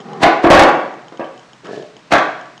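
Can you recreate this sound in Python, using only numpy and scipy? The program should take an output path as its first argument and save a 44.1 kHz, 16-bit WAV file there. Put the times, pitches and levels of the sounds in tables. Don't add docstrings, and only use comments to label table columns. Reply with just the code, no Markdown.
import sys
import numpy as np
from scipy import signal
from scipy.io import wavfile
from scipy.ndimage import uniform_filter1d

SR = 44100
rng = np.random.default_rng(int(sys.argv[2]) if len(sys.argv) > 2 else 0)


def rack_gain(trim_db):
    fader = np.asarray(trim_db, float)
    return 10 ** (fader / 20)


def inscribe(sig):
    pcm = np.round(np.clip(np.atleast_2d(sig).T, -1, 1) * 32767)
    wavfile.write(sys.argv[1], SR, pcm.astype(np.int16))


N = 114660

# mode in Hz, level in dB, 60 dB decay in seconds.
DRAG_MODES = [(444, 6.5, 0.049), (378, -18.5, 0.075), (590, -0.5, 0.045), (670, -7, 0.036),
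              (900, -13, 0.013), (1180, -34, 0.011), (1720, 2.5, 0.035)]


def unit(x):
    return x / np.sqrt(np.mean(x ** 2))


def noise(shape=N):
    return rng.standard_normal(shape)


def band(x, hz, width_hz):
    return signal.lfilter(*signal.iirpeak(hz, hz / width_hz, fs=SR), x)


def band_twice(x, hz, width_hz):
    return band(band(x, hz, width_hz), hz, width_hz)


def filtered(x, design):
    return signal.sosfilt(design, x)


def fade(t, t60):
    return np.exp(-np.log(1000) * t / t60)


def ring(modes, seconds, scatter_db=0., detune=0.):
    t = np.arange(int(seconds * SR)) / SR
    out = np.zeros(len(t))
    for hz, db, t60 in modes:
        gain = rack_gain(db + scatter_db * rng.standard_normal())
        pitch = hz * (1 + detune * rng.standard_normal())
        out += gain * fade(t, t60) * np.sin(2 * np.pi * pitch * t)
    return out


def add(track, s, x):
    i = int(s * SR)
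    track[i:i + len(x)] += x[:N - i]


def walk(rate):
    k = int(SR / rate)
    return unit(uniform_filter1d(uniform_filter1d(noise(), k), k))


def push(x, contact_s):
    t = (np.arange(256) + .5) / SR
    force = np.sin(np.pi * np.clip(t / contact_s, 0, 1))
    return np.convolve(x, force / (contact_s * SR * 2 / np.pi))[:len(x)]


def blows():
    # start in seconds, level in dB, contact in ms, crack in dB, loudest ring in Hz.
    hits = [(.219, -13, 0.29, -27, 930), (.231, 4, 0.53, -7, 801), (.262, 0, 0.61, -35, 380),
            (.3, -31, 1, -9, 420), (0.441, 6.5, 0.82, -17, 354), (0.464, -3, 0.94, -7, 302),
            (.502, 17, 0.43, -22.5, 555), (.545, 9.5, 1.43, -6, 296), (.592, 8, 0.43, -12, 810),
            (.632, -10, 0.23, -2.5, 499), (1.122, -25.5, 0.58, -15.5, 446),
            (1.195, -13.5, 0.62, -20.5, 550), (1.203, -17, 1.3, -11.5, 300),
            (1.214, -28, 0.11, -23.5, 2640), (1.244, -29, 0.12, -20, 3050), (1.645, -32, 0.34, -7.5, 2200),
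            (1.655, -29, 0.23, -8.5, 1240), (1.964, -31, 1.6, -24, 240), (2.108, -21.5, 0.3, -11.5, 700),
            (2.116, -13.5, 0.6, 0, 2440), (2.122, -1, 0.26, -10.5, 696), (2.136, -6, 0.13, -11.5, 1624),
            (2.152, -4, 0.78, -5.5, 684), (2.18, -9.5, 0.36, -9, 343)]
    # mode in Hz, level in dB, 60 dB decay in seconds.
    deck = [(329.7, 5.5, 0.035), (455, -3.5, .03), (586, -24, 0.02), (645, -10.5, 0.065),
            (743.4, 1.5, 0.033), (963, -4, 0.067), (1134, -1, 0.071), (1254, -40.5, 0.05),
            (1500, -10.5, 0.075), (1950, -41, .015), (2433, -11, 0.035), (2810, -9, .015),
            (3200, -18, 0.0059)]
    ring_db, ring_t60_s = -1.5, 0.024
    crack_hz, crack_width_hz, crack_t60_s = 1516, 1250, 0.038
    grit_share, rise_contacts = 0.24, 7.5
    out = np.zeros(N)
    for s, db, contact_ms, crack_db, ring_hz in hits:
        contact_s = contact_ms / 1000
        body = ring(deck, .2, scatter_db=1.5, detune=.015) / 3
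        body = body + ring([(ring_hz, ring_db, ring_t60_s)], .2)
        t = np.arange(len(body)) / SR
        grit = push(band(noise(len(t)), crack_hz, crack_width_hz), grit_share * contact_s)
        rise = 1 - np.exp(-t / (rise_contacts * contact_s))
        crack = 3 * unit(grit) * fade(t, crack_t60_s) * rise
        add(out, s, rack_gain(db) * (push(body, contact_s) + rack_gain(crack_db) * crack))
    return out


def skids():
    # end in seconds, level in dB, 60 dB swell in seconds, centre in Hz.
    swells = [
        (.231, -7.5, 0.051, 800),
        (0.44, -18, 0.056, 500),
        (2.122, -16, 0.041, 700),
    ]
    t = np.arange(SR // 10) / SR
    out = np.zeros(N)
    for end, db, swell_s, hz in swells:
        scrape = unit(band(noise(len(t)), hz, 0.67 * hz))
        add(out, end - len(t) / SR, rack_gain(db) * scrape * fade(t, swell_s)[::-1])
    return out


def board_hits():
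    return filtered(blows() + skids(), signal.butter(2, 192, "high", fs=SR, output="sos"))


def wheels(t):
    # time in seconds, level in dB.
    roll = [
        (0.0, -26.5),
        (0.012, -38.5),
        (0.102, -28),
        (0.176, -30),
        (0.194, -30.5),
        (0.21, -17),
    ]
    # centre in Hz, width in Hz, level in dB.
    resonances = [(200.5, 153, -0.5), (380, 113, -1.5), (796, 100, -1.5), (980, 430, -5.5),
                  (1730, 300, -15.5), (3950, 1900, -20.5)]
    grains = rack_gain(2.1 * rng.exponential(size=N))
    grit = noise() * grains * rack_gain(1.2 * walk(42))
    rumble = np.zeros(N)
    for hz, width_hz, db in resonances:
        rumble += rack_gain(db) * unit(band_twice(grit, hz, width_hz))
    s, level_db = np.array(roll).T
    return unit(rumble) * rack_gain(np.interp(t, s, level_db, right=-120))


def rubber_grip():
    samples = 36
    return np.hanning(samples) * 2 / samples


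def drag(t):
    # time in seconds, judder in dB, slips per second, scuff in dB.
    path = [
        (1.634, -44, 140, -62),
        (1.65, -34.5, 146.6, -66),
        (1.69, -28, 120, -47),
        (1.716, -41.5, 120, -44.5),
        (1.775, -30, 87, -44),
        (1.83, -38, 60, -51),
        (1.872, -69, 52, -52),
        (1.95, -55, 71, -70),
    ]
    s, judder_db, slip_rate, scuff_db = np.array(path).T
    jitter, scatter_db, scuff_hz = .4, 3.5, 3300
    phase = np.cumsum(np.interp(t, s, slip_rate) * np.exp(jitter * walk(47))) / SR
    slips = np.diff(np.floor(phase), prepend=0) * rack_gain(scatter_db * noise())
    slip_sound = np.convolve(ring(DRAG_MODES, .1), rubber_grip())
    judder = unit(signal.fftconvolve(slips, slip_sound)[:N])
    scuff = unit(band(band(noise(), scuff_hz, 4500), scuff_hz, 5500)) * rack_gain(1.3 * walk(60))
    judder_gain = rack_gain(np.interp(t, s, judder_db, left=-120, right=-120))
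    scuff_gain = rack_gain(np.interp(t, s, scuff_db, left=-120, right=-120))
    return judder * judder_gain + scuff * scuff_gain


def rubber_grabs():
    # start in seconds, level in dB.
    grabs = [(1.673, -37.5), (1.695, -32), (1.71, -26), (1.732, -23), (1.742, -29.5), (1.754, -46),
             (1.775, -28), (1.796, -31.5), (1.81, -44), (1.822, -47.5), (1.833, -35), (1.85, -44.5),
             (1.873, -51.5), (1.899, -46)]
    out = np.zeros(N)
    for s, db in grabs:
        grab = np.convolve(ring(DRAG_MODES, .1, scatter_db=1.5, detune=0.01), rubber_grip())
        add(out, s, rack_gain(db) * grab)
    return out


def ticks():
    # start in seconds, level in dB.
    clicks = [(0.0034, -36), (0.0114, -40), (0.0867, -46), (0.1326, -35), (0.9393, -41), (1.0194, -48),
              (1.0829, -37), (1.1732, -37), (1.3773, -38), (1.3942, -39), (1.4331, -45), (1.5324, -37),
              (1.6691, -35), (1.7619, -38), (1.8248, -37), (1.9664, -36), (1.9924, -45), (2.4119, -37),
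              (2.4563, -42), (2.578, -35)]
    # mode in Hz, level in dB, 60 dB decay in seconds.
    part_modes = [(3080, 6.5, 0.012), (5200, 2, 0.007), (6680, -3, 0.022), (240, -3, 0.021),
                  (800, 3.5, 0.011)]
    attack_s = 0.00052
    out = np.zeros(N)
    for s, db in clicks:
        click = ring(part_modes, .05, detune=.011)
        attack = np.minimum(np.arange(len(click)) / (attack_s * SR), 1)
        add(out, s, rack_gain(db) * click * attack)
    return out


def garage(x):
    # band centre in Hz, 60 dB decay in seconds, level in dB.
    room_bands = [(129.6, 1, -4.5), (240, 0.81, -10), (414, 0.67, 5), (700, 0.64, 12), (1296, 0.63, 8.5),
                  (1900, 0.66, 5), (3500, 0.65, 1), (6000, 0.7, -3.5), (10100, 0.88, -18.5)]
    band_ratio = 1.31
    first_wall_s, build_s = 0.0038, 0.0018
    early_db, early_t60_s = -4, 0.35
    t = np.arange(SR) / SR
    tail = np.zeros(SR)
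    for hz, t60, db in room_bands:
        edges = signal.butter(2, [hz / band_ratio, hz * band_ratio], "band", fs=SR, output="sos")
        tail += rack_gain(db) * filtered(noise(SR), edges) * fade(t, t60)
    build_up = 1 - np.exp(-np.maximum(t - first_wall_s, 0) / build_s)
    tail = tail * build_up * (1 + rack_gain(early_db) * fade(t, early_t60_s))
    return signal.fftconvolve(x, tail / np.sqrt(np.sum(tail ** 2)))[:N]


def air():
    # frequency in Hz, level in dB per Hz.
    spectrum = [(65, -35), (110, 6), (686, -10.5), (848, -11), (952, -2.5), (3080, -11.5), (3670, -12),
                (7060, -16), (11000, -29), (14300, -68), (22000, -120)]
    hz, db = np.array(spectrum).T
    out = np.zeros(N)
    for centre in 120 * 2 ** np.arange(0, 6.6, .5):
        level_db = np.interp(np.log(centre), np.log(hz), db) + .6 * walk(7.7)
        out += rack_gain(level_db) * band_twice(noise(), centre, centre / 2)
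    return unit(out) * rack_gain(-46.5)


def hum(t):
    return np.sin(2 * np.pi * 127.4 * t) * rack_gain(-58.5 + 0.83 * walk(6))


def scene():
    t = np.arange(N) / SR
    hits = board_hits()
    small = ticks()
    rubber = drag(t) + rubber_grabs()
    wet = garage(rack_gain(-4) * hits + rack_gain(-16) * small + rack_gain(-11.5) * rubber)
    return (hits + small + rubber + wet + wheels(t) + air() + hum(t))[None]


def band_limit(x):
    return signal.sosfilt(signal.butter(12, 15770, fs=SR, output="sos"), x)


def record(dry):
    ceiling, knee = .72, 63
    x = filtered(dry, signal.cheby2(6, 34, 95.5, "high", fs=SR, output="sos"))
    x = filtered(x, signal.butter(3, 8200, fs=SR, output="sos"))
    x = x / (1 + np.abs(x / ceiling) ** knee) ** (1 / knee)
    x = x + rack_gain(-70) * unit(band(noise(x.shape), 45, 90))
    x = filtered(x, signal.butter(1, 6940, fs=SR, output="sos"))
    x = filtered(x, signal.ellip(8, .1, 60, 15700, fs=SR, output="sos"))
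    return band_limit(x)


dry = scene()
out = record(dry)
inscribe(out)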